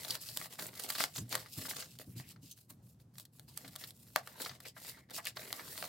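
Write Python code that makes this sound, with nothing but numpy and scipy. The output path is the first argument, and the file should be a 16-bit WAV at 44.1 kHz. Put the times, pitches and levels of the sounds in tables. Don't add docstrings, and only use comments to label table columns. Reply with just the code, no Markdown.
import sys
import numpy as np
from scipy import signal
from scipy.fft import rfft, irfft, next_fast_len
from scipy.io import wavfile
from scipy.ndimage import uniform_filter1d, map_coordinates

SR = 44100
rng = np.random.default_rng(int(sys.argv[2]) if len(sys.argv) > 2 else 0)


def store_wav(level_fs):
    pcm = np.round(np.clip(np.atleast_2d(level_fs), -1, 1) * 32767)
    wavfile.write(sys.argv[1], SR, pcm.T.astype(np.int16))


N = 259308
TIME_S = np.arange(N) / SR

# start_s, end_s, slide_db, bend_db, bright_db, swell_db
HAND_STROKES = [ (0.0, 0.155, -46, -55.5, -5, 7), (0.213, 0.37, -49.5, -64.5, -3.5, -4),
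                (0.369, 0.457, -48.5, -57, -3, -2), (0.507, 0.539, -49.5, -61.5, -6.5, 4.5),
                (0.591, 0.691, -50, -53, -1.5, -5), (0.722, 0.802, -52, -61, -5, 7.5),
                (0.823, 0.85, -45, -54, -4.5, 6), (0.892, 0.924, -43, -52, -1, -4.5),
                (0.95, 0.99, -42, -57.5, -10, 1), (0.995, 1.036, -34, -44.5, -12, 1),
                (1.082, 1.29, -60.5, -71, -5, -1.5), (1.14, 1.181, -46, -69, -7.5, 11.5),
                (1.314, 1.345, -37, -46, -9, 4.5), (1.363, 1.48, -52.5, -60.5, -8.5, -12),
                (1.49, 1.555, -53, -77, -5.5, 4.5), (1.573, 1.715, -45.5, -55.5, -5, 4),
                (1.768, 1.836, -47, -57, -8.5, -11), (1.86, 1.957, -58.5, -77, -9, -4),
                (1.998, 2.014, -51, -58, -3, -1), (2.06, 2.136, -67, -90, 1, 3),
                (2.167, 2.21, -52, -68, -6, 2.5), (2.249, 2.304, -60, -78, -7.5, 13.5),
                (2.429, 2.527, -57, -80.5, -7.5, -2), (2.569, 2.615, -62, -84, -2, -1.5),
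                (2.708, 2.707, -54.5, -59.5, 3.5, 9), (2.83, 2.926, -71, -97, 2, 6.5),
                (3.002, 3.011, -68.5, -84, -3, -3), (3.147, 3.207, -60, -79, -4, 3),
                (3.334, 3.437, -70, -83, 1, -0.5), (3.486, 3.567, -62, -75.5, -6, -10),
                (3.566, 3.756, -58, -69, -6, -6), (3.794, 3.844, -50.5, -59, -4.5, -0.5),
                (3.876, 3.9, -54.5, -70, -2, -5), (3.934, 4.15, -65, -85, 0, 5),
                (4.16, 4.198, -47, -64, -13, -10), (4.233, 4.394, -60, -63.5, -3, 7.5),
                (4.41, 4.476, -46, -55.5, -3.5, -8.5), (4.49, 4.561, -58, -63.5, -12, 1),
                (4.622, 4.634, -61.5, -71, -5, 2), (4.659, 4.667, -47.5, -57.5, -12, 3),
                (4.757, 4.895, -52.5, -65, -4, 17.5), (4.925, 4.992, -63, -66.5, -8, 10.5),
                (5.105, 5.118, -69.5, -55.5, -3.5, -2.5), (5.139, 5.173, -41, -58.5, -7, 3.5),
                (5.247, 5.276, -45, -61, -13, 7.5), (5.368, 5.63, -53, -55, -2, -2),
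                (5.647, 5.886, -48.5, -58, -3.5, 4)]
# start_s, flap_db, crack_db, tick_db, length_s
CREASE_SNAPS = [(0.048, -51, -43, -62, 0.0016), (0.1074, -69, -35, -36, 0.0019),
                (0.1237, -62, -45, -51, .0018), (0.1528, -46.5, -40.5, -43, 0.0014),
                (0.288, -67, -44, -50, 0.0014), (0.3723, -47, -37.5, -33.5, 0.0012),
                (0.4141, -45, -62, -69, .001), (0.4575, -50.5, -51.5, -50.5, 0.0015),
                (0.5895, -43.5, -56, -60, .002), (0.5954, -50, -45, -58, 0.00076),
                (0.623, -50, -49.5, -43, 0.0014), (0.666, -73, -56, -41.5, .0026),
                (0.7765, -60, -53, -51, 0.0012), (0.7954, -49, -43, -39.5, 0.0037),
                (0.8374, -66, -47, -43, 0.0013), (0.9024, -39.5, -37, -34, 0.0017),
                (0.9522, -42.5, -44, -57, 0.0011), (0.958, -51, -43, -59, 0.0012),
                (0.9836, -42.5, -41, -42, 0.0015), (1.0012, -37, -41, -35, 0.0048),
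                (1.006, -32.5, -49, -53, 0.00041), (1.0388, -33, -33, -34, 0.0011),
                (1.1603, -49, -44.5, -48, 0.0023), (1.2927, -73, -66, -48.5, 0.0019),
                (1.325, -38, -37.5, -39, 0.0032), (1.3525, -33, -35, -31, .0015),
                (1.4607, -53, -62, -70, 0.00099), (1.6544, -46, -64, -64, 0.00057),
                (1.712, -43.5, -66, -60, 0.0011), (1.734, -49.5, -66, -66, .001),
                (1.8243, -48, -46.5, -66, 0.0023), (1.988, -66, -52, -51, 0.00085),
                (2.1996, -51, -62, -65, 0.00081), (2.3607, -61.5, -68, -91, 0.0032),
                (2.5122, -88, -53, -47.5, 0.0037), (3.1827, -58, -52, -47, .0015),
                (3.1983, -61, -55.5, -50, 0.00065), (3.2524, -70, -59.5, -54.5, 0.0022),
                (3.396, -60.5, -56, -53.5, 0.00084), (3.5753, -54, -46.5, -38, .0008),
                (3.6459, -50.5, -55, -69, 0.0052), (3.6784, -60, -53.5, -50, .003),
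                (3.7555, -55, -54, -53, 0.00063), (3.7606, -52, -46, -43.5, 0.0012),
                (3.838, -50, -44.5, -66, .003), (3.907, -66, -54, -53.5, 0.00074),
                (4.1608, -25, -34.5, -32, 0.00062), (4.2735, -46.5, -55.5, -50, 0.0021),
                (4.4014, -45.5, -59, -60, 0.0021), (4.4177, -68, -46, -39, 0.0019),
                (4.4484, -68, -42, -47, 0.0021), (4.4603, -39.5, -44, -56, 0.0039),
                (4.4937, -48, -44.5, -63, .003), (4.513, -52, -64, -70, 0.0027),
                (4.6025, -55.5, -56, -52.5, .0026), (4.6525, -54, -55, -56.5, 0.0036),
                (4.7637, -48, -64, -65, 0.011), (5.099, -59.5, -62, -63.5, 0.00071),
                (5.1065, -58, -54, -50.5, 0.0032), (5.182, -40, -59, -62, 0.0092),
                (5.2535, -57, -51, -41, 0.00067), (5.258, -55, -44, -49, 0.00075),
                (5.2697, -55, -42.5, -39.5, 0.0012), (5.369, -42, -43, -68, 0.003),
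                (5.528, -41.5, -38, -37.5, 0.00054), (5.594, -44, -51.5, -62, 0.0041),
                (5.777, -48, -45, -43.5, 0.0019), (5.826, -38, -46, -60, .0007),
                (5.841, -44, -48, -60, 0.0012)]
# centre_s, half_length_s, pitch_hz, width_hz, level_db
SCRAPES_AND_POP = [(0.11, 0.0092, 4500, 900, -41), (0.296, 0.095, 4550, 1000, -58),
                   (1.18, 0.019, 6970, 1510, -46.5), (1.792, 0.043, 6840, 1200, -56),
                   (2.23, 0.055, 2290, 1000, -67), (2.517, 0.011, 6200, 500, -57),
                   (4.417, 0.02, 4100, 700, -54), (4.661, 0.01, 2240, 815, -52.5),
                   (4.907, 0.079, 2020, 380, -65), (5.273, 0.0086, 2340, 1150, -43),
                   (5.8, 0.039, 4040, 700, -58.5), (5.828, 0.0017, 1840, 700, -33.5)]
# peak_s, boom_db, knock_db, rise_s, decay_s
HAND_THUMPS = [(0.11, -56.5, -68, 0.022, 0.07), (0.6, -65, -58.5, 0.01, 0.13),
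               (1.192, -50, -45, 0.014, 0.017), (1.228, -42.5, -54, 0.044, 0.038),
               (1.32, -56, -75, 0.043, 0.1), (1.584, -44.5, -43.5, 0.0092, 0.022),
               (1.64, -59, -59.5, 0.055, 0.14), (2.085, -48, -57, 0.011, 0.04),
               (2.17, -44, -54, 0.022, 0.037), (2.201, -44.5, -71, 0.005, 0.0096),
               (2.439, -55.5, -55, 0.013, 0.023), (2.722, -57, -63, 0.016, 0.023),
               (3.661, -64, -57, 0.032, 0.067)]

# freq_hz, gain_db
SLIDE_SPECTRUM = [(600, -43), (1500, -40), (2600, -4), (3400, -5.5), (4400, -2), (5200, -1), (6200, -4.5),
                  (7600, 1), (9500, 0), (12500, 3), (16000, -1)]
BEND_SPECTRUM = [(30, -56), (100, -9.5), (250, 2), (500, 3), (800, -1.5), (950, 0.5), (1200, -4),
                 (1550, -1.5), (2050, 1.5), (2650, -10), (4000, -4.5), (9000, -25)]
# freq_hz, gain_db
FLAP_SPECTRUM = [(30, -53.5), (100, -22.5), (400, -16), (600, -6.5), (810, -0.5), (930, -6), (1200, 0),
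                 (1600, -2.5), (2000, -0.5), (2650, -10), (4000, -19), (9000, -26)]
CRACK_SPECTRUM = [(800, -63), (2000, -34.5), (3000, 4), (4400, 10.5), (5300, 3.5), (6500, -1.5),
                  (9000, -47), (16000, -33.5)]
TICK_SPECTRUM = [(2000, -54), (5000, -21), (7400, 1), (9500, 0.5), (12500, 1.5), (16000, -3)]
# freq_hz, gain_db
BOOM_SPECTRUM = [(25, -13), (45, -16.5), (70, -23.5), (100, 6.5), (120, 14.5), (145, -6.5), (200, -8),
                 (300, -10), (500, -32.5), (1000, -62.5)]
KNOCK_SPECTRUM = [(40, -47), (120, -18.5), (172, 3.5), (205, -13), (262, 4), (320, -19.5), (400, -19),
                  (600, -28.5), (1200, -62.5)]
HUM_SPECTRUM = [(20, -34.5), (45, -20.5), (80, -6.5), (125, 2.5), (180, -4.5), (260, -11), (400, -21),
                (800, -30), (2200, -43), (6000, -44), (16000, -49)]
# freq_hz, side_minus_mid_db
STEREO_WIDTH = [(60, -47), (200, -16.5), (400, -12.5), (1200, 0), (2400, -7), (4400, -3.5), (8000, -3),
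                (15000, -22)]
# freq_hz, left_minus_right_db
PAPER_BALANCE = [(250, -1), (1100, -1.2), (2200, 1), (4400, 1.7), (8000, -0.7), (14000, -0.6)]


def sliding(slide_db, bright_db):
    slips = grains(rate_hz=760, spread_db=2.5, decay_s=0.0014, smooth=1.0)
    slips = flex(slips, depth_db=2.1, width_hz=348.7, hold_s=0.043)
    hiss = unit(colour(slips, SLIDE_SPECTRUM))
    dull = signal.sosfiltfilt(signal.butter(2, 6500, fs=SR, output="sos"), hiss)
    treble_gain = undb(bright_db)
    hiss = (dull + treble_gain * (hiss - dull)) / np.sqrt((1 + treble_gain ** 2) / 2)
    return stereo(*hiss * undb(slide_db + 2.67 * wander(rate_hz=60)))


def bending(bend_db):
    wrinkles = grains(rate_hz=200, spread_db=6.0, decay_s=0.0056, smooth=0.35)
    wrinkles = flex(wrinkles, depth_db=3.0, width_hz=246, hold_s=0.04)
    crinkle = unit(colour(wrinkles, BEND_SPECTRUM))
    return stereo(*crinkle * undb(bend_db))


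def strokes(attack_s=0.0065, slide_release_s=0.019, bend_release_s=0.013):
    slide_power, bend_power, bright_sum = np.full((3, N), 1e-12)
    for start_s, end_s, slide_db, bend_db, bright_db, swell_db in HAND_STROKES:
        span = slice(max(int((start_s - 0.06) * SR), 0), int((end_s + 0.25) * SR))
        t = TIME_S[span]
        progress = np.clip((t - start_s) / (end_s - start_s), 0, 1)
        push = undb(swell_db * (progress - 0.5)) * np.exp(np.minimum(t - start_s, 0) / attack_s)
        after_s = np.maximum(t - end_s, 0)
        power = (undb(slide_db) * push * np.exp(-after_s / slide_release_s)) ** 2
        slide_power[span] += power
        bright_sum[span] += power * bright_db
        bend_power[span] += (undb(bend_db) * push * np.exp(-after_s / bend_release_s)) ** 2
    return 10 * np.log10(slide_power), 10 * np.log10(bend_power), bright_sum / slide_power


def grains(rate_hz, spread_db, decay_s, smooth):
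    sizes = undb(spread_db * np.minimum(rng.exponential(size=N), 4))
    fires = rng.random(N) < rate_hz / SR
    power = signal.lfilter([1], [1, -np.exp(-2 / (decay_s * SR))], (sizes * fires) ** 2)
    power = power / power.mean() + smooth ** 2
    power /= uniform_filter1d(power, size=1300)
    return np.sqrt(power) * rng.standard_normal((2, N))


def flex(x, depth_db, width_hz, hold_s):
    freq_hz, t, bins = signal.stft(x, SR, nperseg=512)
    field = rng.standard_normal((400, 600))
    grid = np.meshgrid(freq_hz / width_hz, t / hold_s, indexing="ij")
    gain_db = depth_db * map_coordinates(field, grid, order=3, mode="mirror")
    return signal.istft(bins * undb(gain_db), SR)[1][:, :N]


def snaps(rows, side_db=-4.5, pan_scatter_db=1.5):
    start_s, flap_db, crack_db, tick_db, length_s = np.transpose(rows)[:, :, None]
    flap = undb(flap_db) * buckle(0.86 * length_s, FLAP_SPECTRUM)
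    crack = undb(crack_db) * buckle(0.88 * length_s, CRACK_SPECTRUM)
    tick = undb(tick_db) * buckle(0.87 * length_s, TICK_SPECTRUM)
    mid, side = flap + crack + tick
    pan_db = pan_scatter_db * rng.standard_normal(start_s.shape)
    snap = stereo(mid, undb(side_db) * side) * undb(np.array([pan_db, -pan_db]) / 2)
    out = np.zeros((2, N + snap.shape[-1]))
    for k, start in enumerate((start_s[:, 0] * SR).astype(int)):
        out[:, start:start + snap.shape[-1]] += snap[:, k]
    return out[:, :N]


def buckle(length_s, spectrum, click_below_s=0.0007, window_s=0.005):
    t = TIME_S[:1024]
    push = (1 - np.exp(-t / (0.18 * length_s))) * np.exp(-t / (2 * length_s))
    push /= np.sqrt(np.sum(push ** 2, axis=-1, keepdims=True))
    slips = rng.standard_normal((len(length_s), 2, len(t))).swapaxes(0, 1) * push
    slips[0, :, :1] += click_below_s / length_s
    ring = colour(slips, spectrum)
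    return ring * np.sqrt(window_s * SR / np.sum(ring ** 2, axis=-1, keepdims=True))


def crackles(slide_db, count=110, flap_db=-9, crack_db=-6, tick_db=-7.5, scatter_db=1, length_s=0.0011):
    start_s = rng.random(count) * TIME_S[-1]
    levels_db = np.interp(start_s, TIME_S, slide_db)[:, None] + [flap_db, crack_db, tick_db]
    levels_db += scatter_db * rng.standard_normal((count, 3))
    return snaps(np.column_stack([start_s, levels_db, np.full(count, length_s)]))


def scrapes_and_pop():
    slips = grains(rate_hz=470, spread_db=2.5, decay_s=0.0019, smooth=0.12)
    out = np.zeros((2, N))
    for centre_s, half_length_s, pitch_hz, width_hz, level_db in SCRAPES_AND_POP:
        span = np.abs(TIME_S - centre_s) < 4 * half_length_s
        band_hz = [pitch_hz - width_hz / 2, pitch_hz + width_hz / 2]
        patch = signal.butter(2, band_hz, "band", fs=SR, output="sos")
        envelope = np.exp(-((TIME_S[span] - centre_s) / half_length_s) ** 2 / 2)
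        out[:, span] += unit(signal.sosfilt(patch, slips[:, span])) * undb(level_db) * envelope
    return stereo(*out, diffuse=0.56)


def thumps():
    boom_power, knock_power = np.zeros((2, N))
    for peak_s, boom_db, knock_db, rise_s, decay_s in HAND_THUMPS:
        span = slice(max(int((peak_s - 3 * rise_s) * SR), 0), int((peak_s + 6 * decay_s) * SR))
        t = TIME_S[span] - peak_s
        fade = np.where(t < 0, (t / rise_s) ** 2, t / decay_s)
        boom_power[span] += (undb(boom_db) * np.exp(-fade)) ** 2
        knock_power[span] += (undb(knock_db) * np.exp(-1.2 * fade)) ** 2
    out = 0
    for power, spectrum in [(boom_power, BOOM_SPECTRUM), (knock_power, KNOCK_SPECTRUM)]:
        ring = colour(rng.standard_normal((2, N)), spectrum)
        out += ring * np.sqrt(power / uniform_filter1d(ring ** 2, size=1300))
    return stereo(*out)


def reflections(x, early_db=-8.5, early_t60_s=0.13, late_db=-19.5, late_t60_s=0.15, delay_s=0.003):
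    # freq_hz, gain_db
    early = [(200, -15.5), (700, -9.5), (1200, -0.5), (2000, -3), (3200, -5.5), (15000, -11)]
    late = [(200, 7), (700, 17), (1200, -9), (3000, -4), (15000, -29)]
    t = TIME_S[:SR // 2]
    out = 0
    for gain_db, t60_s, spectrum in [(early_db, early_t60_s, early), (late_db, late_t60_s, late)]:
        tail = rng.standard_normal((2, len(t))) * undb(-60 * t / t60_s) * (t > delay_s)
        tail /= np.sqrt(np.sum(tail[0] ** 2))
        response = stereo(*colour(tail, spectrum))
        out += undb(gain_db) * signal.oaconvolve(x, response, axes=1)[:, :N]
    return out


def room_hum(level_db=-62):
    hum = unit(colour(rng.standard_normal((2, N)), HUM_SPECTRUM))
    return stereo(*hum) * undb(level_db + 1.7 * wander(rate_hz=10))


def stereo(mid, side, diffuse=1.0):
    n = mid.shape[-1]
    size = 2 * next_fast_len(n // 2 + 1, True)
    lagged = irfft(-1j * rfft(mid, size))[..., :n]
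    side = colour(np.sqrt(1 - diffuse) * lagged + np.sqrt(diffuse) * side, STEREO_WIDTH)
    return np.array([mid + side, mid - side])


def balance(x):
    left = colour(x[0], [(hz, db / 2) for hz, db in PAPER_BALANCE])
    right = colour(x[1], [(hz, -db / 2) for hz, db in PAPER_BALANCE])
    return np.array([left, right])


def colour(x, spectrum):
    size, n = 4096, x.shape[-1]
    freq_hz, gain_db = np.transpose(spectrum)
    bin_hz = np.maximum(np.arange(size // 2 + 1) * SR / size, 1)
    bin_db = np.interp(np.log(bin_hz), np.log(freq_hz), gain_db)
    cepstrum = irfft(np.log(undb(bin_db)))
    cepstrum[1:size // 2] *= 2
    cepstrum[size // 2 + 1:] = 0
    response = irfft(np.exp(rfft(cepstrum)))[:min(n, size // 2)]
    return signal.oaconvolve(x, np.array(response, ndmin=x.ndim), axes=-1)[..., :n]


def wander(rate_hz):
    knots = rng.standard_normal(2000)
    return 1.2 * np.interp(TIME_S * rate_hz, np.arange(len(knots)), knots)


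def undb(db):
    return 10 ** (np.asarray(db) / 20)


def unit(x):
    return x / np.sqrt(np.mean(x ** 2))


def scene():
    slide_db, bend_db, bright_db = strokes()
    rustle = sliding(slide_db, bright_db) + bending(bend_db) + scrapes_and_pop()
    paper = balance(rustle + snaps(CREASE_SNAPS) + crackles(slide_db))
    return paper + reflections(paper) + thumps() + room_hum()


def record(dry):
    low_hz, top_hz = 34, 16200
    dry = signal.sosfilt(signal.butter(3, low_hz, "high", fs=SR, output="sos"), dry)
    return signal.sosfilt(signal.ellip(10, 0.2, 70, top_hz, fs=SR, output="sos"), dry)


dry = scene()
out = record(dry)
store_wav(out)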